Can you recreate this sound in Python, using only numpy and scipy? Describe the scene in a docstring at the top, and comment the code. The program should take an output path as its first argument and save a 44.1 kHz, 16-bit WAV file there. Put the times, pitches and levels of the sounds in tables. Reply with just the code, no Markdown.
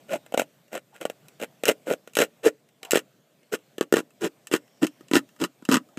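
"""A hand saw cuts a dried gourd's hard shell in short strokes, close by; air wavers faintly throughout.
From the first stroke the blade chatters (stick-slip knocks) and rasps (grit noise through shell modes).
Single snags and light blade ticks follow: each knocks the hollow body, clacks the wall, cracks a chip.
Soft rubs (narrow-band noise) and faint ticks sound among and under the strokes; a small room answers.
The chatter sinks from about 590 to 250 Hz as the cut loosens the rim."""
import sys
import numpy as np
from scipy import signal
from scipy.fft import rfft, irfft, next_fast_len
from scipy.io import wavfile
from scipy.ndimage import uniform_filter1d, map_coordinates

SR = 44100
rng = np.random.default_rng(int(sys.argv[2]) if len(sys.argv) > 2 else 0)


def put_to_file(sound):
    """Save the sound as 16-bit audio at rate SR, in the file named by the first command-line argument."""
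    columns = np.atleast_2d(sound).T  # one column per channel
    safe = np.clip(columns, -1, 1)
    whole_steps = np.round(safe * 32767)
    wavfile.write(sys.argv[1], SR, whole_steps.astype(np.int16))


N = 263718

# blade runs: start t/s, fastest t/s, end t/s, then at top speed: chatter level/dB, rasp level/dB,
# passing-tooth crack level/dB; roughness/1 (about 0.5 to 1)
STROKE_RUNS = [(0.074, 0.136, 0.187, -26, -37, -46, 0.68), (0.366, 0.391, 0.45, -29.5, -34.5, -45, 0.82),
               (0.7, 0.762, 0.802, -34, -40.5, -48, 0.93), (0.931, 0.959, 1.0, -64, -54.5, -61, 1.03),
               (1.001, 1.019, 1.047, -34.5, -43.5, -44.5, 0.9),
               (1.387, 1.432, 1.462, -33.5, -39.5, -41.5, 0.84),
               (1.649, 1.69, 1.735, -19.5, -26.5, -28.5, 0.68),
               (1.849, 1.922, 1.958, -23.5, -35.5, -37, .75), (2.161, 2.208, 2.265, -21, -26, -28.5, 0.71),
               (2.424, 2.473, 2.498, -14.5, -28.5, -33.5, .5), (2.903, 2.956, 3.01, -30, -31, -32.5, 0.7),
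               (3.513, 3.535, 3.568, -24.5, -33, -36.5, 0.73),
               (3.808, 3.826, 3.845, -39.5, -44, -45.5, 0.81), (3.917, 3.98, 4.016, -26, -35.5, -32, .8),
               (4.194, 4.259, 4.29, -22.5, -33.5, -44, 0.76), (4.509, 4.539, 4.582, -28, -30.5, -33, 0.75),
               (4.81, 4.838, 4.866, -16, -32, -39, 0.53), (5.124, 5.153, 5.203, -18, -26, -25.5, 0.66),
               (5.384, 5.44, 5.468, -23, -35.5, -37, 0.56), (5.681, 5.727, 5.792, -19, -28.5, -29.5, .6)]
# single snags and light blade ticks: t/s, knock level/dB, chip crack level/dB
SNAGS = [(0.263, -49, -51), (0.323, -33.5, -48), (0.34, -22.5, -37), (0.344, -17.5, -37.5),
         (0.376, -15.5, -28.5), (0.396, -15, -25.5), (0.418, -22.5, -36.5), (0.73, -32, -42),
         (1.012, -34, -38.5), (1.053, -18.5, -33), (1.099, -28.5, -39.5), (1.284, -74, -47.5),
         (1.4, -38, -48), (1.435, -26, -36.5), (1.636, -21.5, -32), (1.655, -38, -22),
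         (1.682, -22.5, -20.5), (1.689, -12.5, -21.5), (1.87, -28.5, -48), (1.911, -15.5, -39.5),
         (2.075, -41, -47.5), (2.135, -66, -49.5), (2.153, -49.5, -28.5), (2.169, -18, -23),
         (2.188, -19, -22.5), (2.831, -43, -39.5), (2.85, -45.5, -40.5), (2.909, -49, -21),
         (2.918, -50, -18.5), (2.933, -12, -29.5), (2.956, -12, -24), (2.972, -17.5, -26.5),
         (3.782, -28, -41.5), (3.81, -14, -30.5), (3.925, -10.5, -26), (3.939, -9.5, -27.5),
         (3.968, -15, -28.5), (4.471, -67.5, -38.5), (4.514, -26.5, -39.5), (4.538, -13.5, -25),
         (4.823, -22.5, -46), (4.868, -47, -34.5), (5.008, -43.5, -59.5), (5.084, -68, -52.5),
         (5.113, -20.5, -37.5), (5.135, -16, -27.5), (5.166, -13.5, -26), (5.422, -20, -43),
         (5.439, -28, -28), (5.624, -42, -60.5), (5.652, -59, -41), (5.689, -13.5, -33.5),
         (5.715, -25, -26.5), (5.742, -19.5, -22), (5.756, -18, -27.5), (5.769, -21, -28.5),
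         (5.973, -30.5, -45)]
# rim loosening as the cut deepens: t/s, chatter f/Hz
RIM_PITCH = [(0, 590.8), (3.5, 418.5), (5.8, 250)]
# shell wall modes: f/Hz, width before its lower limit/Hz, relative level stiff/dB, loose/dB
SHELL_MODES = [(864, 63, 3.5, -5.5), (1002, 28, -11.5, 9.5), (1143, 16, -5.5, 5), (1266, 50, -10, 13),
               (1369, 74, -4, 3.5), (1445, 100, 11.5, 2.5), (1615, 78, 4, -4), (1777, 82, 5, 4.5),
               (1901, 78, 4.5, -3), (2077, 57, 5.5, -19), (2285, 71, 2, -12.5), (2462, 280, 4.5, -16),
               (2640, 150, -2.5, -2.5), (2760, 100, 4, -1), (2970, 160, -5, -2.5), (3220, 49, -21.5, -21.5)]
# breaking-chip spectrum: f/Hz, relative level with stiff rim/dB, loose/dB
CHIP_SPECTRUM = [(2460, -25.5, -27), (3650, -8.5, -11), (3970, 4.5, 7.5), (4170, -9, -3.5), (5200, -3.5, 6),
                 (5540, -2, 0.5), (7050, 1, 4), (7150, -1, -1.5), (8700, 1, 0), (9800, -6.5, -7),
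                 (11530, -0.5, -3), (13300, -6.5, -11), (14800, -8, -7), (16000, 0, -13)]
# hollow gourd resonances: f/Hz, width/Hz, relative level with stiff rim/dB, loose/dB
HOLLOW_MODES = [(200, 6.7, -16, -18.5), (323, 100, 4.5, -3.5), (434, 23, -6.5, -2), (484, 15, -13, -14),
                (543, 20, -8, -14), (580, 9, -27.5, -28), (770, 20, -17, -19.5)]
# thin steel blade modes: f/Hz, width before its lower limit/Hz, relative level/dB
BLADE_MODES = [(5500, 27, -5), (6500, 160, -3.5), (7530, 21, 6.5), (7900, 34, 3.5), (8220, 70, -5.5),
               (12800, 120, 4.5), (14300, 220, 1.5)]
# soft rubs among and under the strokes: start t/s, end t/s, f/Hz, width/Hz, peak level/dB
SOFT_RUBS = [(0.919, 0.955, 830, 50, -55), (2.8, 2.949, 762, 89.5, -49), (3.398, 3.47, 2150, 90, -71.5),
             (4.505, 5.136, 5450, 351, -71.5)]
# room decay: f/Hz, t60/s
ROOM_DECAY = [(150, 0.21), (500, 0.14), (2500, 0.033), (8000, 0.061), (15000, 0.099)]
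# background spectrum: f/Hz, relative level/dB
AIR_SPECTRUM = [(18, -68), (30, -35), (92, -23), (123, 3), (389, -4.5), (546, -4), (591, -1.5),
                (921, -13.5), (3230, -16.5), (5040, -21.5), (8060, -20), (10200, -27.5), (13300, -21.5),
                (15500, -27.5)]
# background loudness before wavering: t/s, level/dB
AIR_LEVEL = [(0, -58), (0.4, -60.5), (1.85, -60.5), (3.3, -65.5), (4.5, -62), (5.98, -61)]

TOP_HZ = 15250
RING_S = np.arange(SR // 8) / SR  # time after a snap
LOOSE_HZ = 257.6  # chatter pitch of a fully loosened rim
TEETH_PER_S, TOOTH_SCATTER_S = 85, .002
TOOTH_KNOCK_DB, TOOTH_SPREAD_DB = 8, 3  # knock over crack; spread from tooth to tooth
TICKS_PER_S, TICK_DB, TICK_SPREAD_DB = 3.2, -64.5, 3
CLACK_DB, CLACK_DB_PER_KNOCK_DB = 4, 0.2  # loose wall's clack over crack; share set by the knock
HARDNESS_DB_PER_OCT, SOFTENING_PER_DB = 5.5, .45  # clack tilt; its fall per dB of knock over crack
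STIFF_LOSS_DB_PER_OCT = 3.5  # a stiff wall clacks less, per octave of chatter pitch
DUST_DB = -4.5  # dust hiss re rasp
CHATTER_EXPONENT = 1.36  # chatter gain as a power of blade speed


def catches(rows):
    """Each snag or tick knocks the gourd, clacks its wall, cracks a chip; heavy knocks clack duller."""
    out = np.zeros(N)
    for s, knock_db, crack_db in rows:
        hz = rim_hz(s) * np.exp(0.022 * rng.standard_normal())
        weight_db = knock_db - crack_db
        stiff_loss_db = STIFF_LOSS_DB_PER_OCT * np.log2(hz / LOOSE_HZ)
        clack_db = crack_db + CLACK_DB + CLACK_DB_PER_KNOCK_DB * weight_db - stiff_loss_db
        hardness = HARDNESS_DB_PER_OCT - SOFTENING_PER_DB * weight_db
        thump = knock(hz, swell_cycles=0.53, hollow_db=-12.5)
        clack_force = fracture(t60_s=0.016, tail_db=-10.0, tail_t60_s=0.064, spike=1.3)
        clack = wall(clack_force, hz, hardness)
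        crack_force = fracture(t60_s=0.0042, tail_db=-9.5, tail_t60_s=0.05, spike=0.56)
        crack = chips(crack_force, hz)
        for db, part in (knock_db, thump), (clack_db, clack), (crack_db, crack):
            add(out, s, amp(db) * unit(part, count=176))  # level over the first 4 ms
    return out


def strokes():
    """The running blade sticks and slips roughly in step with the rim; slips knock it and scrape grit."""
    out = np.zeros(N)
    for start, fastest, end, chatter_db, rasp_db, _, rough in STROKE_RUNS:
        t = np.arange(int((end - start) * SR)) / SR
        speed = blade_speed(start + t, start, fastest, end)
        hz = rim_hz(fastest)
        turns = np.cumsum(hz * np.exp(.2 * rough * wobble(300, t))) / SR
        bite = amp(5.2 * rough * wobble(330, t))  # teeth bite unevenly
        slips = bite * np.diff(np.floor(turns), prepend=0)
        scraping = bite * amp(4.5 * np.cos(2 * np.pi * turns))
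        chatter = unit(ringing(slips, knock(hz, swell_cycles=0.99, hollow_db=-8.5)))
        # teeth tearing out of step shake the whole hollow body
        stray_force = scraping * rng.standard_normal(len(t))
        stray = unit(ringing(stray_force, knock(0.8 * hz, swell_cycles=0.24, hollow_db=1.5)))
        rasp = wall(grit(scraping, breaks_per_s=1200, spread_db=3.0, dust=0.42), hz)
        hiss = chips(grit(scraping, breaks_per_s=2400, spread_db=4.0, dust=0.72), hz)
        chatter_gain = amp(chatter_db) * speed ** CHATTER_EXPONENT
        add(out, start, chatter_gain * unit(chatter + rough * stray))
        add(out, start, amp(rasp_db) * speed * (unit(rasp) + amp(DUST_DB) * unit(hiss)))
    return out


def teeth(count=16):
    """Teeth catch in turn, hardest at top speed: rows (t/s, knock level/dB, crack level/dB)."""
    rows = []
    snag_s = np.transpose(SNAGS)[0]
    for start, fastest, end, _, _, tooth_db, _ in STROKE_RUNS:
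        late, knock_luck, crack_luck = rng.standard_normal((3, count))
        times = start + (np.arange(count) + .5) / TEETH_PER_S + TOOTH_SCATTER_S * late
        db = tooth_db + 20 * np.log10(blade_speed(times, start, fastest, end) + 1e-9)
        # a listed snag or tick replaces teeth within half a tooth interval
        free = np.abs(times[:, None] - snag_s).min(axis=1) > .5 / TEETH_PER_S
        knock_db = db + TOOTH_KNOCK_DB + TOOTH_SPREAD_DB * knock_luck
        crack_db = db + TOOTH_SPREAD_DB * crack_luck
        passing = np.column_stack([times, knock_db, crack_db])
        rows += list(passing[free & (times < end)])
    return rows


def knock(hz, swell_cycles, hollow_db):
    """The freed rim swings a couple of times, damped by the hands, and shakes the hollow gourd."""
    cycles = hz * RING_S
    swing = cycles * np.exp(-cycles / swell_cycles) * np.cos(2 * np.pi * cycles)
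    hollow = resonances(blend(HOLLOW_MODES, hz))
    body = swing / np.abs(rfft(swing)).max() + amp(hollow_db) * hollow
    # a small body radiates little bass; its slow swing holds no treble
    band = signal.butter(2, [170, 900], "band", fs=SR, output="sos")
    return signal.sosfilt(band, -body)


def wall(x, hz, hardness=0, scatter_db=3.0):
    """Woody shell answer: each contact favours other modes; hardness (dB/octave) lifts the higher ones."""
    modes = blend(SHELL_MODES, hz)
    modes[:, 1] = np.maximum(modes[:, 1], 55)  # no mode rings longer than a 55 Hz width allows
    tilt_db = hardness * np.log2(modes[:, 0] / 2000)
    modes[:, 2] += tilt_db + scatter_db * rng.standard_normal(len(modes))
    band = signal.butter(2, [950, 3500], "band", fs=SR, output="sos")
    return signal.sosfilt(band, ringing(x, resonances(modes)))


def chips(x, hz):
    """Bright sound of breaking fibres, with a little ring from the blade."""
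    bright = coloured(x, blend(CHIP_SPECTRUM, hz))
    # pinched in the kerf, no blade mode rings longer than a 115 Hz width allows
    pinched = [(f, max(width, 115), db) for f, width, db in BLADE_MODES]
    return bright + ringing(bright, resonances(pinched))


def fracture(t60_s, tail_db, tail_t60_s, spike):
    """Force of a breaking chip: sharp spike, short crumble, weak tail."""
    decay = amp(-60 * RING_S / t60_s) + amp(tail_db - 60 * RING_S / tail_t60_s)
    force = rng.standard_normal(len(RING_S)) * decay
    force[np.searchsorted(RING_S, .0005)] += spike
    return force


def grit(gate, breaks_per_s, spread_db, dust):
    """Force of tiny fractures of very unequal size, on a bed of fine dust."""
    n = len(gate)
    hits = rng.random(n) < breaks_per_s / SR
    breaks = hits * rng.choice([-1, 1], n) * amp(spread_db * rng.standard_normal(n))
    return gate * (unit(breaks) + dust * rng.standard_normal(n))


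def rim_hz(s):
    """Chatter pitch at time s; it falls as the rim loosens."""
    return np.interp(s, *np.transpose(RIM_PITCH))


def blend(table, hz):
    """Merge stiff and loose columns: the lower the chatter, the looser the rim."""
    loose = np.clip(1 - np.log2(hz / LOOSE_HZ), 0, 1) ** 0.77
    table = np.array(table, float)
    level_db = (1 - loose) * table[:, -2] + loose * table[:, -1]
    return np.column_stack([table[:, :-2], level_db])


def blade_speed(s, start, fastest, end):
    """The hand speeds the blade up from rest and brakes it again (0-1)."""
    return np.sin(np.interp(s, [start, fastest, end], [0, np.pi / 2, np.pi])) ** 2


def rubs():
    """Soft narrow-band rubbing: resonated noise that swells and fades."""
    out = np.zeros(N)
    for start, end, hz, width, db in SOFT_RUBS:
        n = int((end - start) * SR)
        tone = unit(ringing(rng.standard_normal(n), resonances([(hz, width, 0)])))
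        add(out, start, amp(db) * np.hanning(n) * tone)
    return out


def ticks(count=40):
    """The blade shifts lightly in the kerf at random: rows (t/s, knock level/dB, crack level/dB)."""
    times = (np.arange(count) + rng.random(count)) / TICKS_PER_S
    levels_db = TICK_DB + TICK_SPREAD_DB * rng.standard_normal((count, 2))
    return list(np.column_stack([times, levels_db])[times < N / SR])


def room(x):
    """Short workspace answer: noise tail with frequency-dependent decay, 200 samples late."""
    hz, t, z = signal.stft(rng.standard_normal(SR // 2), SR, nperseg=256)
    decay = amp(-60 * t / along(ROOM_DECAY, hz)[:, None])
    tail = signal.istft(z * decay, SR, nperseg=256)[1]
    return signal.fftconvolve(np.pad(x, (200, 0)), tail / np.linalg.norm(tail))[:N]


def background(patchy_db):
    """Faint ambience: coloured noise wavering in level and colour."""
    t = np.arange(N) / SR
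    z = signal.stft(rng.standard_normal(N), nperseg=512)[2]
    patches = uniform_filter1d(rng.standard_normal(z.shape), size=5, axis=0)  # across frequency
    patches = uniform_filter1d(patches, size=12, axis=1)  # across time
    air = signal.istft(z * amp(patchy_db * unit(patches)), nperseg=512)[1][:N]
    level_db = np.interp(t, *np.transpose(AIR_LEVEL)) + 1.5 * wobble(3.3, t)
    return amp(level_db) * unit(coloured(air, AIR_SPECTRUM))


def resonances(modes):
    """Impulse response: sum of decaying cosines from (f/Hz, width/Hz, level/dB)."""
    out = np.zeros(len(RING_S))
    for hz, width, db in modes:
        decay = np.exp(-np.pi * width * RING_S)
        out += amp(db) * 2 * np.pi * width / SR * decay * np.cos(2 * np.pi * hz * RING_S)
    return out


def ringing(x, response):
    """Convolve x with a response, keeping its length."""
    return signal.fftconvolve(x, response)[:len(x)]


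def coloured(x, points, size=2048):
    """Filter x to the given spectrum, minimum phase via the folded cepstrum."""
    cepstrum = irfft(np.log(amp(along(points, np.fft.rfftfreq(size, 1 / SR)))))
    cepstrum[1:size // 2] *= 2
    cepstrum[size // 2 + 1:] = 0
    return ringing(x, irfft(np.exp(rfft(cepstrum))))


def along(points, hz):
    """Interpolate (f/Hz, value) points on a log-frequency axis."""
    f, v = np.transpose(points)
    return np.interp(np.log(hz + 1), np.log(f + 1), v)


def wobble(knots_per_s, t):
    """Smooth random curve over times t."""
    knots = rng.standard_normal(int(t[-1] * knots_per_s) + 4)
    return map_coordinates(knots, [t * knots_per_s], mode="nearest")


def amp(db):
    """Decibels to gain."""
    return 10 ** (np.asarray(db) / 20)


def unit(x, count=None):
    """Scale x so that its first count samples (default all) have rms 1."""
    return x / np.sqrt(np.mean(x[:count] ** 2) + 1e-20)


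def add(track, s, x):
    """Mix x into the track at time s."""
    start = max(0, round(s * SR))
    part = track[start:start + len(x)]
    part += x[:len(part)]


def scene():
    """Snags, strokes, rubs, teeth and ticks sound into the room, over the background."""
    air = background(patchy_db=2.0)
    saw = catches(SNAGS) + strokes() + rubs() + catches(teeth() + ticks())
    return (saw + amp(-22) * room(saw) + air)[None]


def record(dry):
    """Steep zero-phase low-pass at TOP_HZ."""
    size = next_fast_len(N + SR // 4)
    gain = 1 / np.sqrt(1 + (np.fft.rfftfreq(size, 1 / SR) / TOP_HZ) ** 240)
    return irfft(rfft(dry, size) * gain, size)[:, :N]


dry = scene()
out = record(dry)
put_to_file(out)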